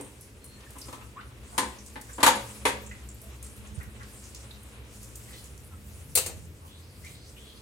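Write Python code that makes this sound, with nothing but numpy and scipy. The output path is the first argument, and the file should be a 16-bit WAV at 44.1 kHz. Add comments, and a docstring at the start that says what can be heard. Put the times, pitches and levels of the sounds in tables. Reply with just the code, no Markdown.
"""A damp cloth wipes a gas stove, then the stone counter, close to a hand-held phone in a tiled kitchen.
The wet film hisses and the fabric rubs; folds drag in scuffs, peel off in smacks, stick and slip in
squeaks. The cloth bumps the loose steel pan support, which rocks and rings, and later some cutlery.
The passing arm fans air over the phone's two microphones. Behind it all a low rumble stands in the
small room's modes and changes as the phone moves."""
import sys
import numpy as np
from scipy import signal
from scipy.fft import rfft, irfft, next_fast_len
from scipy.io import wavfile
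from scipy.ndimage import uniform_filter1d, map_coordinates

SR = 44100
rng = np.random.default_rng(int(sys.argv[2]) if len(sys.argv) > 2 else 0)


def materialize(psi):
    """Save the field psi as 16-bit PCM at rate SR to the path in sys.argv[1].

    A 1-D psi becomes a single channel; in a 2-D psi each row is a channel.
    """
    bounded = np.clip(np.atleast_2d(psi).T, -1, 1)
    quanta = np.round(bounded * 32767).astype(np.int16)
    wavfile.write(sys.argv[1], SR, quanta)


N = 335601
TIME = np.arange(N) / SR

# Levels in the tables are relative; each source applies its own gain.
# the hand's effort on the cloth, heard as hiss: time_s, level_db
HAND_EFFORT = [(0.0, -52), (0.15, -60.5), (0.39, -66), (0.55, -59.5), (0.85, -54), (1.02, -58.5),
               (1.25, -62), (1.47, -56), (1.85, -59), (2.1, -59), (2.3, -54), (2.6, -51), (2.88, -56),
               (3.02, -54.5), (3.15, -59), (3.35, -57), (3.5, -57), (3.65, -56), (3.75, -56), (3.95, -57),
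               (4.25, -57), (4.5, -56), (4.8, -55), (4.97, -57), (5.22, -57.5), (5.35, -54), (5.52, -57),
               (5.67, -58), (5.85, -59.5), (6.05, -56.5), (6.12, -55.5), (6.42, -59.5), (6.6, -65),
               (6.7, -65), (6.85, -60), (7.0, -59.5), (7.1, -56), (7.21, -63.5), (7.37, -60.5), (7.52, -61),
               (7.61, -58.5)]
# spectrum of the wet film's hiss: frequency_hz, density_db
FILM_SPECTRUM = [(2500, -31), (4500, -1.5), (6000, 0), (8200, 4), (10000, 1.5), (12500, -6), (16000, -12)]
# spectrum of the fabric's rub: frequency_hz, density_db
FABRIC_SPECTRUM = [(250, -5.5), (450, 6.5), (700, 0), (1100, 3.5), (1700, -0.5), (2600, 2), (4000, -3.5),
                   (7000, -46)]
# folds dragging: start_s, length_s, start_hz, rise_octaves, half_width_ratio, level_db
FOLD_DRAGS = [(0.602, 0.014, 5200, -0.071, 0.27, -59), (0.852, 0.032, 9500, -0.17, 0.21, -54),
              (1.525, .05, 800, 0.25, 0.5, -50), (2.084, 0.035, 1310, 0.7, .25, -52),
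              (2.807, 0.04, 13200, 0, .12, -60), (2.909, 0.021, 1850, 0.39, 0.24, -45),
              (3.14, .025, 11800, 0, .08, -58), (3.435, 0.047, 8800, -0.18, .2, -52),
              (3.557, 0.037, 10000, 0.13, 0.39, -57), (3.668, 0.022, 7000, -0.05, .12, -57.5),
              (3.744, .025, 8850, 0, 0.084, -53.5), (3.79, 0.06, 1300, 0.81, .27, -51.5),
              (3.996, 0.041, 1330, 0.46, 0.23, -50.5), (4.139, 0.023, 11000, 0, .2, -62),
              (4.229, 0.065, 6400, .12, 0.22, -54.5), (4.625, 0.02, 10200, 0.1, 0.33, -56.5),
              (4.939, 0.05, 7600, -0.061, 0.17, -63), (5.035, 0.024, 7800, 0.062, 0.29, -55),
              (5.274, .1, 1880, 0.13, 0.097, -60), (5.321, .1, 3350, 0.37, 0.27, -55),
              (5.63, 0.066, 10400, 0, 0.16, -58.5), (6.615, 0.059, 940, 0.068, .2, -57.5),
              (6.648, 0.064, 10000, -0.21, 1, -59), (6.67, 0.15, 3000, 0.55, 0.11, -61.5),
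              (6.816, 0.18, 5000, -0.15, 0.14, -66), (7.06, 0.25, 3340, 0.7, 0.24, -59),
              (7.36, 0.048, 2700, 0.33, 0.16, -56), (7.392, 0.2, 3200, 0.48, 0.19, -59.5)]
# wet cloth peeling off: start_s, level_db, centre_hz, half_width_ratio
CLOTH_PEELS = [(0.01, -29.5, 8840, 0.18), (0.2093, -35.5, 10000, 0.31), (0.4422, -34.5, 9600, 0.31),
               (0.705, -37, 9400, 0.48), (0.784, -32, 8600, 0.43), (0.8142, -30.5, 5040, 0.21),
               (0.815, -38, 10000, .4), (1.787, -37.5, 5900, 0.18), (1.861, -34.5, 7600, 0.55),
               (2.012, -33, 8500, 0.74), (2.1307, -31, 7530, 0.16), (2.8628, -34, 7340, 0.22),
               (3.088, -33, 7550, 0.16), (3.216, -35, 10700, .35), (3.4264, -31, 8700, 0.35),
               (3.8297, -41, 11000, 0.78), (4.031, -39.5, 5100, 0.7), (4.347, -30.5, 6000, 0.63),
               (4.508, -36, 3860, 0.17), (5.029, -37, 7640, 0.55), (5.155, -31, 7800, 0.31),
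               (5.157, -36, 12800, 0.42), (5.441, -36.5, 7450, 0.25), (5.576, -42, 6860, 0.49),
               (7.047, -37, 6900, 0.65)]
# cloth sticking and slipping: start_s, length_s, start_hz, rise_octaves, level_db, roughness (0-1)
CLOTH_SLIPS = [(0.385, 0.21, 4210, .01, -60.5, 0.1), (0.548, 0.16, 1790, -.04, -58, 0.35),
               (0.817, 0.017, 5100, .13, -56, 0.4), (0.827, 0.26, 1290, -0.02, -56, 0.24),
               (1.154, 0.058, 830, 0.97, -40.5, 0.4), (3.231, 0.024, 644, 0.08, -49.5, 0.2),
               (5.703, 0.05, 1410, -.16, -54, 0.35), (7.03, 0.055, 1930, 0.28, -46, 0.36),
               (7.333, 0.28, 3290, 0.02, -57, 0.3)]

# bumps on the pan support; each point of contact wakes two resonances, a softer one lacks the top:
# start_s, level_db, treble_db, bass_db, first_hz, second_hz, top_hz
SUPPORT_BUMPS = [(0.0, -40, -9, 25.5, 490, 302, 14000), (0.755, -48.5, -34, 13, 1080, 690, 12000),
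                 (0.883, -44.5, 5, 18, 660, 1250, 11900), (0.927, -42.5, 3, 8, 1120, 770, 11700),
                 (1.011, -53, -7, -11, 2600, 1300, 12000), (1.206, -52, 11, -9, 2010, 2920, 5000),
                 (1.579, -23, 10, 3, 1040, 1810, 11000), (1.616, -35, -34, 6, 960, 1870, 10000),
                 (1.957, -41, -15, 0, 1880, 820, 6000), (2.182, -35.5, -32, 12, 660, 1500, 8000),
                 (2.203, -36, -3, 5, 1150, 600, 12000), (2.2297, -16, 0.5, -6.5, 570, 1250, 15500),
                 (2.263, -16.5, 2.5, -6, 1280, 845, 14000), (2.276, -20.5, -3, -3, 970, 1480, 12000),
                 (2.353, -37.5, 9, -1, 930, 1200, 11000), (2.653, -21, -6, -5, 490, 2050, 12500),
                 (2.678, -33, 9, -6, 980, 1600, 12000)]
# the loose support rocks at each bump (sharp tick, full blow, rebound): delay_s, level_db, treble_db
SUPPORT_ROCKING = [(0, -2.5, 7.5), (.0035, -1.5, -9), (.014, -11, 8)]
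# modes rung by each bump: the lowest, near 208 Hz, is a room mode the blow sets off; the rest belong to the
# steel support on its drip tray: pitch_hz, level_db, t60_s
SUPPORT_MODES = [(208.1, -3, 0.53), (278, 2, 0.17), (502.3, 3, 0.22), (558, -5, 0.35), (830, -15.5, 0.13),
                 (852, 4.5, 0.23), (948, 5, 0.15), (1019, 8.5, 0.11), (1150, 8.5, 0.072),
                 (1200, -0.5, 0.16), (1503, 11.5, 0.04), (1930, -6, 0.42), (2060, -26, 0.12)]
# spectrum of the support's dense ring: frequency_hz, density_db
SUPPORT_SPECTRUM = [(88, -44), (160, -74), (220, -5), (390, -9.5), (500, -9), (689, -10.5), (870, -2),
                    (1300, -12), (1870, -8), (2800, -11), (3600, -11), (5400, -18.5), (6020, -20.5),
                    (6910, -17.5), (10400, -19), (13700, -27.5), (14800, -21), (16000, -42)]
# cutlery pushed against a plate:
# start_s, level_db, treble_db, bass_db, first_hz, second_hz, top_hz, left_minus_right_db
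CUTLERY_BUMPS = [(6.1522, -16.5, -2, -2.5, 8960, 11600, 15800, 5.5),
                 (6.156, -26.5, -21, 2, 4260, 4570, 7500, -2),
                 (6.174, -19.5, -9, 8.5, 8000, 2780, 16000, 4),
                 (6.2615, -30, -1, 18.5, 9400, 7200, 15000, 2.5),
                 (6.295, -42.5, -3, 35, 7300, 7900, 14000, -1)]
# modes of the cutlery: pitch_hz, level_db, t60_s
CUTLERY_MODES = [(515, -12.5, 0.24), (2130, -5, 0.09), (2380, -10, 0.09), (3970, -4, 0.056),
                 (4620, 4, 0.065), (6500, -1, 0.16), (6740, -3, 0.18), (7040, -4, 0.24), (8600, 15, 0.083),
                 (8280, 12, 0.074), (9700, 13, 0.067), (9500, 17, 0.11), (9800, 16, 0.088),
                 (12270, 0, 0.26), (13100, 8, 0.2)]
# spectrum of the cutlery's dense ring: frequency_hz, density_db
CUTLERY_SPECTRUM = [(200, -30), (500, -15.5), (700, -22.5), (2000, -19.5), (2700, -14), (3400, -17.5),
                    (4300, -8.5), (5150, -14), (8500, -5.5), (9700, -7.5), (10700, -12), (11500, -7),
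                    (13500, -13), (15500, -7)]

# air from the passing arm at the microphone ports: centre_s, pitch_hz, level_db, half_length_s
ARM_PUFFS = [(3.666, 62.4, -46, 0.014), (3.725, 65, -41.5, 0.018), (3.786, 76.5, -34, 0.015),
             (3.879, 85.5, -42.5, 0.013), (6.364, 93.6, -45.5, 0.067)]
# strength of the two sets of room modes where the phone is held: time_s, stove_db, counter_db
RUMBLE_LEVELS = [(0.0, -61, -54.5), (0.95, -49.5, -59.5), (1.35, -50, -60), (2.15, -49.5, -68),
                 (2.7, -44.5, -57), (3.55, -45, -58), (4.2, -48.5, -56), (5.0, -47, -62), (5.7, -52, -48),
                 (6.35, -57, -43.5), (6.8, -65, -50.5), (7.1, -57, -46.5), (7.61, -53, -66)]
# room modes heard at the stove: centre_hz, width_hz, level_db
ROOM_MODES_AT_STOVE = [(64.7, 11.4, 3.5), (115, 7.4, -1), (209.1, 12.2, -6)]
# room modes heard at the counter: centre_hz, width_hz, level_db
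ROOM_MODES_AT_COUNTER = [(82.3, 19, 7.5), (97, 5.5, -18), (145, 85, -6)]
# spectrum of the room's hush: frequency_hz, density_db
HUSH_SPECTRUM = [(15, -28), (25, -24), (59, 2), (92, -5.5), (130, 0), (161, -23), (200, -7.5), (344, -11),
                 (463, -11.5), (754, -23), (2410, -24.5), (5880, -34), (8590, -45.5), (14800, -37),
                 (16000, -50)]
# decay between the tiled walls: frequency_hz, t60_s
KITCHEN_DECAY = [(200, 0.53), (900, 0.36), (3000, 0.39), (8000, 0.29), (15000, 0.11)]
# likeness of diffuse sound at the two microphones: frequency_hz, correlation
MIC_CORRELATION = [(60, .91), (130, .94), (290, .92), (640, .7), (1400, .05), (3100, -.05), (6800, .55),
                   (15000, .85)]


def wiping(easy_stroke_db=-56, rub_db=-57, rub_growth=0.84, stone_from_s=5.1, crossfade_s=0.61):
    """Close up, the wet film hisses and the fabric rubs unevenly; both follow the hand's effort."""
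    effort_db, = curves(HAND_EFFORT)
    on_stone = np.clip((TIME - stone_from_s) / crossfade_s, 0, 1)
    film = diffuse(N, lambda f: amp(along(FILM_SPECTRUM, f)))
    # each band swells on its own as the folds shift
    hiss = sum(band * amp(2.5 * wander(14)) for band in bands(film, FILM_SPECTRUM))
    # polished stone gives a finer, brighter hiss than the stove top
    stone_hiss = shape(hiss, lambda f: amp(5.5 * resonance(f, 14200, 2300)))
    hiss = (1 - on_stone) * hiss + on_stone * stone_hiss
    rub = diffuse(N, lambda f: amp(along(FABRIC_SPECTRUM, f)))
    rub *= amp(1.8 * wander(25) - 3 * on_stone)  # solid stone has less body than the hollow stove
    rub *= amp(rub_db + rub_growth * (effort_db - easy_stroke_db))
    hiss *= amp(effort_db + 2.46 * wander(3.7))
    return pan(1) * (hiss + rub)


def scuffs(gain_db=-1, grip_db=3, attack_s=0.0073, release_s=0.018):
    """Folds drag with uneven grip, close on the right: a rasp whose centre follows the hand's speed."""
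    out = np.zeros((1, N))
    for start_s, length_s, start_hz, octaves, width, db in FOLD_DRAGS:
        t = np.arange(int(length_s * SR)) / SR
        travel = np.cumsum(2 ** (octaves * t / length_s))
        grain = shape(rng.standard_normal(SR // 2), lambda f: resonance(f, start_hz, width * start_hz))
        rasp = map_coordinates(grain, [travel], mode="mirror")
        pressure = np.minimum(t / attack_s, 1) * np.minimum((length_s - t) / release_s, 1)
        grip = amp(grip_db * wander(120, len(t)))
        add(out, start_s, unit(rasp * pressure * grip)[None] * amp(db + gain_db))
    return from_right(out[0])


def smacks(gain_db=-5, snap_t60=0.027, fizz_t60=0.32, fizz_db=-11, rise_s=0.00093):
    """A broad, bright snap as the wet cloth lets go, and a narrower fizz after it."""
    out, t = np.zeros((2, N)), np.arange(SR // 5) / SR
    onset = 1 - np.exp(-t / rise_s)
    for start_s, db, hz, width in CLOTH_PEELS:
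        snap = diffuse(len(t), lambda f: resonance(f, hz, width * hz) * np.minimum(f / hz, 1))
        snap *= fade(t, snap_t60)
        fizz = diffuse(len(t), lambda f: resonance(f, hz, 0.51 * width * hz))
        fizz *= fade(t, fizz_t60) * amp(fizz_db + 2.5 * wander(120, len(t)))
        add(out, start_s, (snap + fizz) * onset * amp(db + gain_db))
    return out


def squeaks(gain_db=-6, octave_db=-18, scrape_db=-6, grip_db=4, waver_db=3.5):
    """Thin stick-slip tones: pitch follows the hand's speed; uneven grip adds roughness and scrape."""
    out = np.zeros((2, N))
    for start_s, length_s, start_hz, octaves, db, roughness in CLOTH_SLIPS:
        n, end_hz = int(length_s * SR), start_hz * 2 ** octaves
        jitter = 0.15 * roughness * wander(900, n)
        waver = 0.012 * wander(45, n)
        hz = np.linspace(start_hz, end_hz, n) * (1 + jitter + waver)
        mic_phase = np.array([[0], [rng.standard_normal()]])
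        phase = 2 * np.pi * np.cumsum(hz) / SR + mic_phase
        tone = np.sin(phase) + amp(octave_db) * np.sin(2 * phase)
        scrape = roughness * amp(scrape_db) * diffuse(n, lambda f: resonance(f, end_hz, end_hz / 2))
        flutter = amp(roughness * grip_db * wander(70, n) + waver_db * wander(45, n))
        squeak = (tone + scrape) * flutter * signal.windows.tukey(n, 0.5)
        add(out, start_s, unit(squeak) * amp(db + gain_db))
    return out


def pan_support(left_db=2.5):
    """The loose steel support, a little to the left, rocks on its drip tray: three contacts a bump."""
    bumps = [(*bump, left_db) for bump in SUPPORT_BUMPS]
    return struck_steel(bumps, SUPPORT_ROCKING, SUPPORT_MODES, SUPPORT_SPECTRUM,
                        modes_db=-8, sheet_t60=0.1, rise_s=0.00022, treble_hz=4600, bass_hz=496,
                        first_db=8.5, second_db=5, width=0.12)


def cutlery(gain_db=-2):
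    """Cutlery meets a plate in bright clinks, one contact each."""
    single_contact = [(0, 0, 0)]
    clinks = struck_steel(CUTLERY_BUMPS, single_contact, CUTLERY_MODES, CUTLERY_SPECTRUM,
                          modes_db=-5.5, sheet_t60=0.13, rise_s=0.0006, treble_hz=6000, bass_hz=2490,
                          first_db=5, second_db=3.5, width=0.13)
    return amp(gain_db) * clinks


def struck_steel(bumps, contacts, modes, spectrum, modes_db, sheet_t60, rise_s, treble_hz, bass_hz,
                 first_db, second_db, width, ripple_db=7, scatter_db=2, shadow_hz=900):
    """Each contact builds up fast, then leaves a dense sheet-metal ring and a few clear modes."""
    out, t = np.zeros((2, N)), np.arange(SR // 2) / SR
    onset = 1 - np.exp(-t / rise_s)
    ripple_hz = np.arange(5800, 17000, 70)
    for start_s, db, treble_db, bass_db, first_hz, second_hz, top_hz, left_db in bumps:
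        # a random ripple above 5.8 kHz, drawn anew for each bump, colours the treble
        heights = np.append(0, rng.uniform(-1, 1, len(ripple_hz) - 1))
        ripple = np.column_stack([ripple_hz, ripple_db * heights])
        for delay_s, force_db, tick_db in contacts:
            def touch(f):
                """How strongly this contact drives each frequency."""
                treble = (treble_db + tick_db) * f ** 2 / (f ** 2 + treble_hz ** 2)
                bass = bass_db * bass_hz ** 2 / (f ** 2 + bass_hz ** 2)
                first = first_db * resonance(f, first_hz, width * first_hz)
                second = second_db * resonance(f, second_hz, width * second_hz)
                return amp(treble + bass + first + second) / np.sqrt(1 + (f / top_hz) ** 10)

            sheet = diffuse(len(t), lambda f: touch(f) * amp(along(spectrum, f) + along(ripple, f)))
            sheet *= fade(t, sheet_t60)
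            ring = 0
            for hz, mode_db, t60 in modes:
                offset, lag, strength = rng.standard_normal(3)
                # short waves reach the two microphones out of step
                phase = np.pi * offset + np.array([[0], [lag * (1 - along(MIC_CORRELATION, hz))]])
                gain = amp(mode_db + scatter_db * strength) * touch(hz)
                ring += gain * np.sin(2 * np.pi * hz * t + phase) * fade(t, t60)
            blow = (unit_energy(sheet) + amp(modes_db) * unit_energy(ring)) * onset
            blow = unit_energy(blow) * np.sqrt(SR / 50)  # the energy of 20 ms at rms 1
            # the phone's body shades the far microphone, but not in the bass
            blow = shape(blow, lambda f: pan(left_db) ** (f ** 2 / (f ** 2 + shadow_hz ** 2)))
            add(out, start_s + delay_s, blow * amp(db + force_db))
    return out


def arm_puffs(eddy_db=-7, eddy_hz=110, left_db=-12.5):
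    """The arm fans air over the ports, mostly the right one: soft low thuds with fluttering eddies."""
    eddies = shape(rng.standard_normal(N), lambda f: resonance(f, eddy_hz, eddy_hz / 2))
    eddies = amp(eddy_db) * unit(eddies)
    out = 0
    for centre_s, hz, db, half_length_s in ARM_PUFFS:
        t = TIME - centre_s
        swell = amp(db) * np.exp(-(t / half_length_s) ** 2)
        out += swell * (np.sin(2 * np.pi * hz * t) + eddies)
    return pan(left_db) * out


def room_rumble(hush_db=-52, hush_growth=0.05, counter_trim_db=-1):
    """Distant noise drives low room modes under a hush; the phone moves between two sets of them."""
    stove_db, counter_db = curves(RUMBLE_LEVELS)
    out = diffuse(N, lambda f: amp(along(HUSH_SPECTRUM, f)))
    out *= amp(hush_db + hush_growth * (stove_db - stove_db.mean()))
    places = (ROOM_MODES_AT_STOVE, stove_db), (ROOM_MODES_AT_COUNTER, counter_db + counter_trim_db)
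    for modes, level_db in places:
        drone = diffuse(N, lambda f: sum(amp(db) * resonance(f, hz, wide / 2) for hz, wide, db in modes))
        # the drive is steady over a quarter of a second
        running_rms = np.sqrt(uniform_filter1d(np.mean(drone ** 2, axis=0), SR // 4))
        out += drone / running_rms * amp(level_db)
    return out


def kitchen(dry, wet_db, gap_s=0.00058):
    """Close tiled walls answer the direct sound with a dense tail whose treble dies first."""
    t = np.arange(int(0.7 * SR)) / SR
    noise_bands = bands(diffuse(len(t)), KITCHEN_DECAY)
    tail = sum(band * fade(t, t60) for band, (_, t60) in zip(noise_bands, KITCHEN_DECAY))
    tail = unit_energy(tail * np.clip(t / gap_s - 1, 0, 1))
    return dry + amp(wet_db) * signal.fftconvolve(dry, tail, axes=1)[:, :N]


def from_right(x, lag_s=0.00042, lag_below_hz=5500):
    """The left channel lags below lag_below_hz, so the rasp sits right; the treble stays centred."""
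    left = shape(x, lambda f: np.exp(-2j * np.pi * f * lag_s * (f < lag_below_hz)))
    return np.array([left, x])


def diffuse(n, gain=np.ones_like):
    """Coloured noise of rms 1 as two close microphones hear it."""
    mid, side = rng.standard_normal((2, n))
    mid = shape(mid, lambda f: gain(f) * np.sqrt(1 + along(MIC_CORRELATION, f)))
    side = shape(side, lambda f: gain(f) * np.sqrt(1 - along(MIC_CORRELATION, f)))
    return unit(np.array([mid + side, mid - side]))


def pan(left_db):
    """Microphone gains with the left one left_db above the right."""
    return amp(np.array([[left_db], [-left_db]]) / 2)


def wander(rate_hz, n=N):
    """Smooth random drift of spread 1 that changes about rate_hz times a second."""
    return unit(shape(rng.standard_normal(n + SR // 4), lambda f: np.exp(-(f / rate_hz) ** 2)))[:n]


def shape(x, gain):
    """Filter by a gain that is a function of frequency."""
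    n = x.shape[-1]
    size = next_fast_len(n)
    f = np.maximum(np.fft.rfftfreq(size, 1 / SR), 1)
    return irfft(rfft(x, size) * gain(f), size)[..., :n]


def bands(x, table):
    """Split x into overlapping bands, one at each frequency of a table."""
    for centre_hz, _ in table:
        share = [(hz, hz == centre_hz) for hz, _ in table]
        yield shape(x, lambda f: along(share, f))


def resonance(f, hz, half_width_hz):
    """Bell-shaped peak of height 1."""
    return 1 / (1 + ((f - hz) / half_width_hz) ** 2)


def along(points, f):
    """Read (frequency_hz, value) points on a log-frequency axis."""
    hz, value = np.transpose(points)
    return np.interp(np.log(f), np.log(hz), value)


def curves(table):
    """The value columns of a timed table at every sample."""
    time_s, *columns = np.transpose(table)
    return [np.interp(TIME, time_s, column) for column in columns]


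def fade(t, t60):
    """Exponential decay by 60 dB in t60 seconds."""
    return np.exp(-np.log(1000) * t / t60)


def amp(db):
    """Decibels to gain."""
    return 10 ** (np.asarray(db) / 20)


def unit(x):
    """Scale to rms 1."""
    return x / np.sqrt(np.mean(x ** 2))


def unit_energy(x):
    """Scale to a mean energy of 1 per channel."""
    return unit(x) / np.sqrt(x.shape[-1])


def add(out, start_s, x):
    """Mix x in from start_s."""
    i = max(int(start_s * SR), 0)
    out[:, i:i + x.shape[-1]] += x[:, :N - i]


def scene():
    """Cloth and steel close to the phone, the kitchen's rumble behind them."""
    metal = kitchen(pan_support(), wet_db=-5) + kitchen(cutlery(), wet_db=-8)
    cloth = wiping() + kitchen(scuffs(), wet_db=-3)
    cloth += kitchen(smacks(), wet_db=-17) + kitchen(squeaks(), wet_db=-3.5)
    return cloth + metal + room_rumble() + arm_puffs()


def record(dry, bottom_hz=32, top_hz=16000):
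    """The phone cuts the deepest bass and the top."""
    low_cut = signal.butter(2, bottom_hz, "high", fs=SR, output="sos")
    high_cut = signal.ellip(10, 0.2, 80, top_hz, fs=SR, output="sos")
    return signal.sosfilt(high_cut, signal.sosfilt(low_cut, dry))


dry = scene()
out = record(dry)
materialize(out)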